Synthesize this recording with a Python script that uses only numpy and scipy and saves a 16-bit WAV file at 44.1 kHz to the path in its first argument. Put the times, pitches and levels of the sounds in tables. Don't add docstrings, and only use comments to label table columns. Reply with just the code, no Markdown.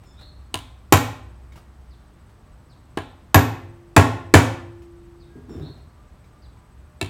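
import sys
import numpy as np
from scipy import signal
from scipy.fft import rfft, irfft
from scipy.io import wavfile
from scipy.ndimage import uniform_filter1d

SR = 44100
rng = np.random.default_rng(int(sys.argv[2]) if len(sys.argv) > 2 else 0)


def log_audio(samples):
    frames = np.atleast_2d(samples).T
    limited = np.clip(frames, -1, 1)
    pcm = np.round(limited * 32767).astype(np.int16)
    wavfile.write(sys.argv[1], SR, pcm)


def gain_from_db(level_db):
    decades = np.asarray(level_db, float) / 20
    return 10 ** decades


N = 312669


def evened(x):
    return x / np.sqrt(np.mean(x ** 2) + 1e-20)


def read(points, hz):
    point_hz, value = np.transpose(points)
    return np.interp(np.log(hz + 1), np.log(point_hz + 1), value)


def add(mix, start_s, sound):
    part = mix[round(start_s * SR):][:len(sound)]
    part += sound[:len(part)]


def coloured(x, db_of_hz):
    gain = gain_from_db(db_of_hz(np.fft.rfftfreq(len(x), 1 / SR)))
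    return evened(irfft(rfft(x) * gain, len(x)))


def ring(t, hz, t60, db, rise_s):
    hz, t60, db = (np.reshape(c, (-1, 1)) for c in (hz, t60, db))
    sense = (-1.) ** np.arange(len(hz))[:, None]
    modes = sense * gain_from_db(db - 60 * t / t60) * np.sin(2 * np.pi * hz * t)
    return modes.sum(0) * (1 - np.exp(-t / rise_s))


# start_s, strength_db, bright_db_per_octave, thud_db, low_punch_db, high_punch_db
BLOWS = [(0.5409, -21.5, 2, -6, -5, -4), (0.9235, -1, 0, -4, 4, 8.5), (2.9725, -19.5, -3.5, -9, -9, -9.5),
         (3.344, 0, -1.5, -0.5, -7, 9.5), (3.964, 1.5, -2, -1.5, -3.5, -8.5),
         (4.339, 2.5, -0.95, -2, -4, -9.5), (7.012, -21.5, 0.5, 1, -23, -14.5)]


def hammer_blows():
    direct, walls = np.zeros((2, N))
    for row in BLOWS:
        to_microphone, to_walls = blow(*row)
        add(direct, row[0], to_microphone)
        add(walls, row[0], to_walls)
    return direct, walls


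SPOT_ENDS_S = [2, 5.35, 8]
RING_TO_WALLS_DB = -2


def blow(start_s, strength_db, bright_db, thud_db, low_db, high_db):
    spot = np.searchsorted(SPOT_ENDS_S, start_s)
    end_s = min(SPOT_ENDS_S[spot], N / SR)
    t = np.arange(round((end_s - start_s) * SR)) / SR
    light = np.clip(-strength_db / 15, 0, 1)

    def colour_db(f):
        return strike_colour_db(f, light, bright_db)

    direct_crack, spread_crack = crack(light, colour_db)
    dense = clang(light, colour_db)
    modes = punch(t, light, low_db, high_db) + gear(t, spot)
    sound = modes * gain_from_db(np.array([[0], [RING_TO_WALLS_DB]])) + bench(t, thud_db)
    add(sound[0], 0, (direct_crack + dense)[:len(t)])
    add(sound[1], 0, (spread_crack + dense)[:len(t)])
    return gain_from_db(strength_db) * sound * np.minimum((t[-1] - t) / 0.022, 1)


# centre_hz, width_hz, gain_db
HEAD = [(3650, 1100, 14), (9300, 1200, 7)]


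def strike_colour_db(f, light, bright_db):
    head_db = sum(db * np.exp(-((f - hz) / width_hz) ** 2) for hz, width_hz, db in HEAD)
    return light * head_db + bright_db * np.log2((f + 1) / 2000)


# freq_hz, level_db_per_hz (relative)
CRACK = [(180, -21), (300, 8), (511, -8.5), (1080, -4.5), (1970, -9), (2280, -9), (5080, -17), (7080, -13),
         (8940, -20), (12300, -24.5), (16000, -27.5)]
CONTACT_S, LIGHT_CONTACT_S = .0017, .002
LIGHT_CRACK_DB = 4
SPREAD_DB = -0.26


def crack(light, colour_db):
    t = np.arange(16384) / SR

    def spectrum_db(f):
        return read(CRACK, f) + colour_db(f)

    contact = t / (CONTACT_S + light * (LIGHT_CONTACT_S - CONTACT_S))
    hump = gain_from_db(0.5) * (contact * np.exp(1 - contact)) ** (1 + light)
    noise = coloured(rng.standard_normal(len(t)), spectrum_db)
    direct = gain_from_db(LIGHT_CRACK_DB * light) * hump * noise
    click = coloured(signal.unit_impulse(len(t), idx=300), spectrum_db)
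    click *= np.exp(-((t - t[300]) / .003) ** 2)
    spread = gain_from_db(SPREAD_DB) * np.linalg.norm(hump) / np.linalg.norm(click) * click
    return direct, spread


# freq_hz, level_db_per_hz (relative)
CLANG = [(240, -37.5), (400, -6.5), (826, -5.5), (906, -11.5), (1030, -2.5), (1250, -12.5), (1760, -9.5),
         (2600, -14.5), (2950, -20.5), (4950, -28), (7060, -27.5), (12300, -36.5), (16000, -42)]


def clang(light, colour_db):
    t = np.arange(16384) / SR
    swell = (1 - np.exp(-t / 0.0021)) * gain_from_db(-7.5 - 4 * light - 60 * t / 0.18)
    noise = rng.standard_normal(len(t))
    return swell * coloured(noise, lambda f: read(CLANG, f) + .6 * colour_db(f))


# freq_hz, t60_s, level_db (before the blow's ring levels)
PUNCH = [(7185, 0.059, -17.5), (7420, 0.029, -18.5), (9900, 0.04, -21.5), (12020, 0.025, -15),
         (12280, 0.044, -20.5)]
PUNCH_SPLIT_HZ = [9000, 11000]
MIDDLE_TRADE = .6
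# freq_hz, t60_s, level_db
PING = ([3207, 3900], [.005, 0.0057], [4, 5])


def punch(t, light, low_db, high_db):
    hz, t60_s, db = np.transpose(PUNCH)
    middle_db = -MIDDLE_TRADE * high_db - 14 * light
    grip_db = np.choose(np.searchsorted(PUNCH_SPLIT_HZ, hz), [low_db, middle_db, high_db])
    return ring(t, hz, t60_s, db + grip_db, 0.00087) + light * ring(t, *PING, .0015)


# freq_hz, t60_s (before the grip limit), spot1_db, spot2_db, spot3_db
GEAR = [(344, 4.4, -53.5, -42, -45), (486, 1, -37.5, -32.5, -44), (539, 0.95, -42.5, -34.5, -40),
        (604, 0.97, -40, -44, -39), (648, 0.093, -11, -8.5, -6), (721, 0.064, -6.5, -10, -12),
        (832, .07, -6, -11, -14), (890.2, .07, -13.5, -8, -6), (1009, 0.082, -4, -10, -21),
        (1060, 0.18, -13.5, -9.5, -25.5), (1358, 0.049, -15, -8.5, -14.5), (1391, 0.048, -6.5, -13, -22),
        (1638, .06, -12.5, -12, -20), (1755, 0.085, -13, -8, -7), (2250, .03, -5, -15.5, 2),
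        (2644, .025, -8, -9, 9.5), (370, 0.045, -27, -17.5, 8)]
RIM_TOP_HZ, GRIP_T60_S = 625, .085


def gear(t, spot):
    hz, t60_s, *spot_db = np.transpose(GEAR)
    t60_s = np.where(hz < RIM_TOP_HZ, t60_s, np.minimum(t60_s, GRIP_T60_S))
    return ring(np.maximum(t - .0015, 0), hz, t60_s, spot_db[spot], 0.0012)


# freq_hz, t60_s, level_db (relative)
BENCH = [(90.5, 0.19, -4), (110.2, 0.37, -2.5), (95.2, 1.1, -30.5), (103.4, 1.2, -28), (150, 0.15, -10.5),
         (251.3, 0.084, -4), (288, 0.18, -9), (321, 0.059, -10.5), (405.9, 0.085, -11), (64, .08, -8)]


def bench(t, thud_db):
    late_s = np.maximum(t - .003, 0)
    return gain_from_db(thud_db + 1.0) * ring(late_s, *np.transpose(BENCH), 0.0051)


# start_s, hold_s, rumble_db, grit_db (over rumble_db)
PULLS = [(5.352, .03, -36, -25), (5.481, .21, -34, -19)]
# start_s, peak_db
CATCHES = [(5.354, -34), (5.505, -25.5), (5.554, -27), (5.584, -29.5), (5.693, -39), (5.834, -47)]
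PULL_ATTACK_S, PULL_RELEASE_DB_PER_S = .015, 147
SLIDE_S, SLIDE_DB = 0.15, -2


def drag():
    start_s = PULLS[0][0]
    t = start_s + np.arange(SR * 2 // 3) / SR
    is_slip = rng.random(len(t)) < 150 / SR
    slip_size = gain_from_db(2.8 * rng.exponential(1, len(t)))
    slips = is_slip * slip_size * rng.choice([-1, 1], len(t))
    rub = evened(slips) + .5 * rng.standard_normal(len(t))

    hz, _, db = np.transpose(BENCH)
    mode_t = t[:3000] - start_s
    body = ring(mode_t, hz, 0.058, 0.17 * db - 4 * (hz < 200), 0.0022)
    deep = ring(mode_t, hz, 0.094, .22 * db - 14 * (hz > 200), .002)
    knock = gain_from_db(-6.5) * evened(signal.oaconvolve(rub, body)[:len(t)])
    rumble = evened(signal.oaconvolve(rub, deep)[:len(t)])
    grit_curve = [(300, -21.0), (600, 1.5), (1300, -8.5), (2500, -18.0), (9000, -32.0)]  # Hz, dB
    grit_noise = 0.72 * rub + rng.standard_normal(len(t))
    grit = coloured(grit_noise, lambda f: read(grit_curve, f))

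    sound = np.zeros(len(t))
    for pull_s, hold_s, rumble_db, grit_db in PULLS:
        sliding = np.clip((t - pull_s) / SLIDE_S, 0, 1) ** 2
        release_db = PULL_RELEASE_DB_PER_S * np.maximum(t - pull_s - hold_s, 0)
        level = np.clip((t - pull_s) / PULL_ATTACK_S, 0, 1) * gain_from_db(rumble_db - release_db)
        bench_sound = (1 - .5 * sliding) * knock + gain_from_db(SLIDE_DB) * sliding * rumble
        sound += level * (bench_sound + gain_from_db(grit_db) * grit)
    for catch_s, peak_db in CATCHES:
        add(sound, max(catch_s - start_s, 0), gain_from_db(peak_db) * body / abs(body).max())
    return start_s, sound


def tick(level_db, hz):
    t = np.arange(4000) / SR
    brush = coloured(rng.standard_normal(len(t)), lambda f: -6.5 * np.log2((f + 600) / 1000))
    brush *= gain_from_db(-8.5 - 60 * t / 0.14) * (1 - np.exp(-t / 0.0013))
    knock = ring(t, hz * np.array([1, 1.7]), [0.037] * 2, [-5, -14], 0.001)
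    return gain_from_db(level_db) * (knock + brush)


# start_s, level_db, knock_hz
TICKS = [(0.034, -42, 816), (0.19, -41, 1430), (0.211, -38, 810), (1.431, -50, 604), (1.521, -39, 2197),
         (1.557, -35.5, 905), (1.575, -38.5, 1280), (2.293, -46.5, 840), (4.819, -41.5, 1030),
         (5.773, -45, 762), (6.242, -46.5, 2280), (6.572, -51, 2250)]


def ticks():
    out = np.zeros(N)
    for start_s, level_db, hz in TICKS:
        add(out, start_s, tick(level_db, hz))
    return out


# delay_s, level_db (relative)
ECHOES = [(.0062, -9), (.0128, -2.5), (0.022, -15), (.032, -12), (0.047, -12.5)]
# freq_hz, t60_s
HALL = [(100, 0.8), (300, .5), (1000, 0.57), (3000, 0.55), (7000, 0.43), (14000, 0.37)]


def hall():
    taps = np.zeros(SR)
    at = np.arange(400, SR - 20, 20)
    taps[at + rng.integers(0, 20, len(at))] = rng.choice([-1., 1.], len(at))
    hz, t, bands = signal.stft(taps, SR, nperseg=512)
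    leak_db = read([(90, -16.0), (200, -1), (500, -5)], hz)[:, None]
    decay_db = -60 * t / read(HALL, hz)[:, None]
    tail = signal.istft(bands * gain_from_db(leak_db + decay_db), SR, nperseg=512)[1]
    early = np.zeros(len(tail))
    for delay_s, db in ECHOES:
        early[round(delay_s * SR)] = gain_from_db(db)
    return early, tail / np.linalg.norm(tail)


def tone(hz, level_db, partials=((1, 0),)):
    turns = np.cumsum(hz) / SR
    wave = sum(gain_from_db(db) * np.sin(2 * np.pi * k * turns) for k, db in partials)
    return np.sqrt(2) * gain_from_db(level_db) * wave * signal.windows.tukey(len(hz), .4)


# start_s, pitch_hz, level_db
BUZZES = [(0.04, 1755, -61.5), (5.485, 1801, -58.5)]


def bird_buzzes():
    out = np.zeros(N)
    for start_s, hz, level_db in BUZZES:
        noise = uniform_filter1d(rng.standard_normal(SR // 5), size=200)
        wobble = 1 + 0.23 * noise[:round(0.055 * SR)]
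        add(out, start_s, tone(hz * wobble, level_db, ((2, -6.5), (3, -2), (4, -10.0))))
    return out


# start_s, length_s, level_db (at its start)
WHISTLES = [(.15, 0.17, -52), (5.595, .14, -51.5)]
SLUR_START_HZ, SLUR_TOP_HZ, SLUR_END_HZ = 3050, 4320, 3550
SLUR_RISE, SLUR_HOLD = .45, .7
SLUR_FADE_DB = -17


def bird_whistles():
    out = np.zeros(N)
    for start_s, length_s, level_db in WHISTLES:
        u = np.linspace(0, 1, round(length_s * SR))
        up = np.clip(1 - u / SLUR_RISE, 0, 1)
        down = np.clip((u - SLUR_HOLD) / (1 - SLUR_HOLD), 0, 1)
        hz = SLUR_TOP_HZ - (SLUR_TOP_HZ - SLUR_START_HZ) * up ** 1.6
        hz -= (SLUR_TOP_HZ - SLUR_END_HZ) * down
        warble = 1 + 0.014 * np.sin(2 * np.pi * 150 * u * length_s)
        add(out, start_s, tone(hz * warble, level_db + SLUR_FADE_DB * u ** 2))
    return out


# start_s, level_db (before its direct and hall shares)
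CHIRPS = [(1.9, -63), (2.692, -62.5), (5.195, -62), (6.416, -62)]
CHIRP_S, CHIRP_START_HZ, CHIRP_END_HZ = .055, 5100, 3200


def bird_chirps():
    out = np.zeros(N)
    for start_s, level_db in CHIRPS:
        u = np.linspace(0, 1, round(CHIRP_S * SR))
        rasp = 1 + 0.37 * uniform_filter1d(rng.standard_normal(SR // 5), size=60)[:len(u)]
        hz = CHIRP_END_HZ + (CHIRP_START_HZ - CHIRP_END_HZ) * (1 - u)
        add(out, start_s, tone(hz * rasp, level_db))
    return out


# start_s, length_s, pitch_hz, level_db
FAR_TONES = [(5.264, 0.14, 1628, -75), (5.89, 0.041, 990, -65), (5.97, 0.043, 1193, -62),
             (6.298, 0.08, 1201, -64), (6.527, 0.065, 995, -65), (6.605, 0.047, 1204, -65)]


def far_tones():
    out = np.zeros(N)
    for start_s, length_s, hz, level_db in FAR_TONES:
        add(out, start_s, tone(np.full(round(length_s * SR), float(hz)), level_db))
    return out


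def outdoors():
    calls, chirps = bird_buzzes() + bird_whistles() + far_tones(), bird_chirps()
    near_db = 6
    return calls + gain_from_db(near_db) * chirps, calls + gain_from_db(-near_db) * chirps


def narrow(hz, width_hz):
    noise = rng.standard_normal(N)
    return coloured(noise, lambda f: -20 * np.log10(1 + (2 * (f - hz) / width_hz) ** 2))


# time_s, level_db
ENGINE = [(0.0, -54), (.2, -44), (1.9, -45.5), (2.7, -61), (5.4, -63), (5.9, -53.5), (7.09, -62)]


def engine():
    level_db = np.interp(np.arange(N) / SR, *np.transpose(ENGINE))
    return gain_from_db(level_db) * narrow(63, 6.4)


# pitch_hz, level_db, width_hz
WHINE = [(604, -72.5, 4.6), (1160, -76, 10)]


def whine():
    return sum(gain_from_db(db) * narrow(hz, width_hz) for hz, db, width_hz in WHINE)


# pitch_hz, level_db (before pulsing), width_hz
INSECTS = [(7980, -80.5, 140), (8420, -82, 160)]


def insects():
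    pulse = 1 + .6 * np.sin(2 * np.pi * 15.5 * np.arange(N) / SR)
    return pulse * sum(gain_from_db(db) * narrow(hz, width_hz) for hz, db, width_hz in INSECTS)


# freq_hz, level_db_per_hz (relative)
AIR = [(12, -42.5), (20, -23), (39, -0.5), (63, 2), (93, -3.5), (182, -12.5), (446, -23), (607, -26),
       (718, -24), (1190, -26), (2750, -37.5), (4060, -40.5), (7520, -46), (8180, -47), (16000, -52.5)]


def yard_hum():
    frames, hz = N // 512 + 5, np.fft.rfftfreq(2048, 1 / SR)
    real, imag, patches = rng.standard_normal((frames, 1025, 3)).T
    patches = uniform_filter1d(patches, size=20, axis=0)
    patches = evened(uniform_filter1d(patches, size=8, axis=1))
    bands = (real + 1j * imag) * gain_from_db(read(AIR, hz)[:, None] + 0.45 * patches)
    return gain_from_db(-47) * evened(signal.istft(bands, nperseg=2048, noverlap=1536)[1][:N])


def scene():
    handling = ticks()
    add(handling, *drag())
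    direct_blows, wall_blows = hammer_blows()
    near, walls = handling + direct_blows, handling + wall_blows
    straight, far = outdoors()
    early, tail = hall()
    echoes = gain_from_db(-8.5) * signal.oaconvolve(near, early)
    reverb = signal.oaconvolve(gain_from_db(-11) * walls + gain_from_db(2.0) * far, tail)
    air = yard_hum() + engine() + whine() + insects()
    return (gain_from_db(-2.0) * near + gain_from_db(-8) * straight + (echoes + reverb)[:N] + air)[None]


def roll_off(x):
    return signal.sosfilt(signal.butter(12, 16260, fs=SR, output="sos"), x)


def record(dry):
    high_pass = signal.butter(2, 45, "high", fs=SR, output="sos")
    thinned = signal.sosfilt(high_pass, dry)
    return roll_off(np.clip(thinned, -1, 1))


dry = scene()
out = record(dry)
log_audio(out)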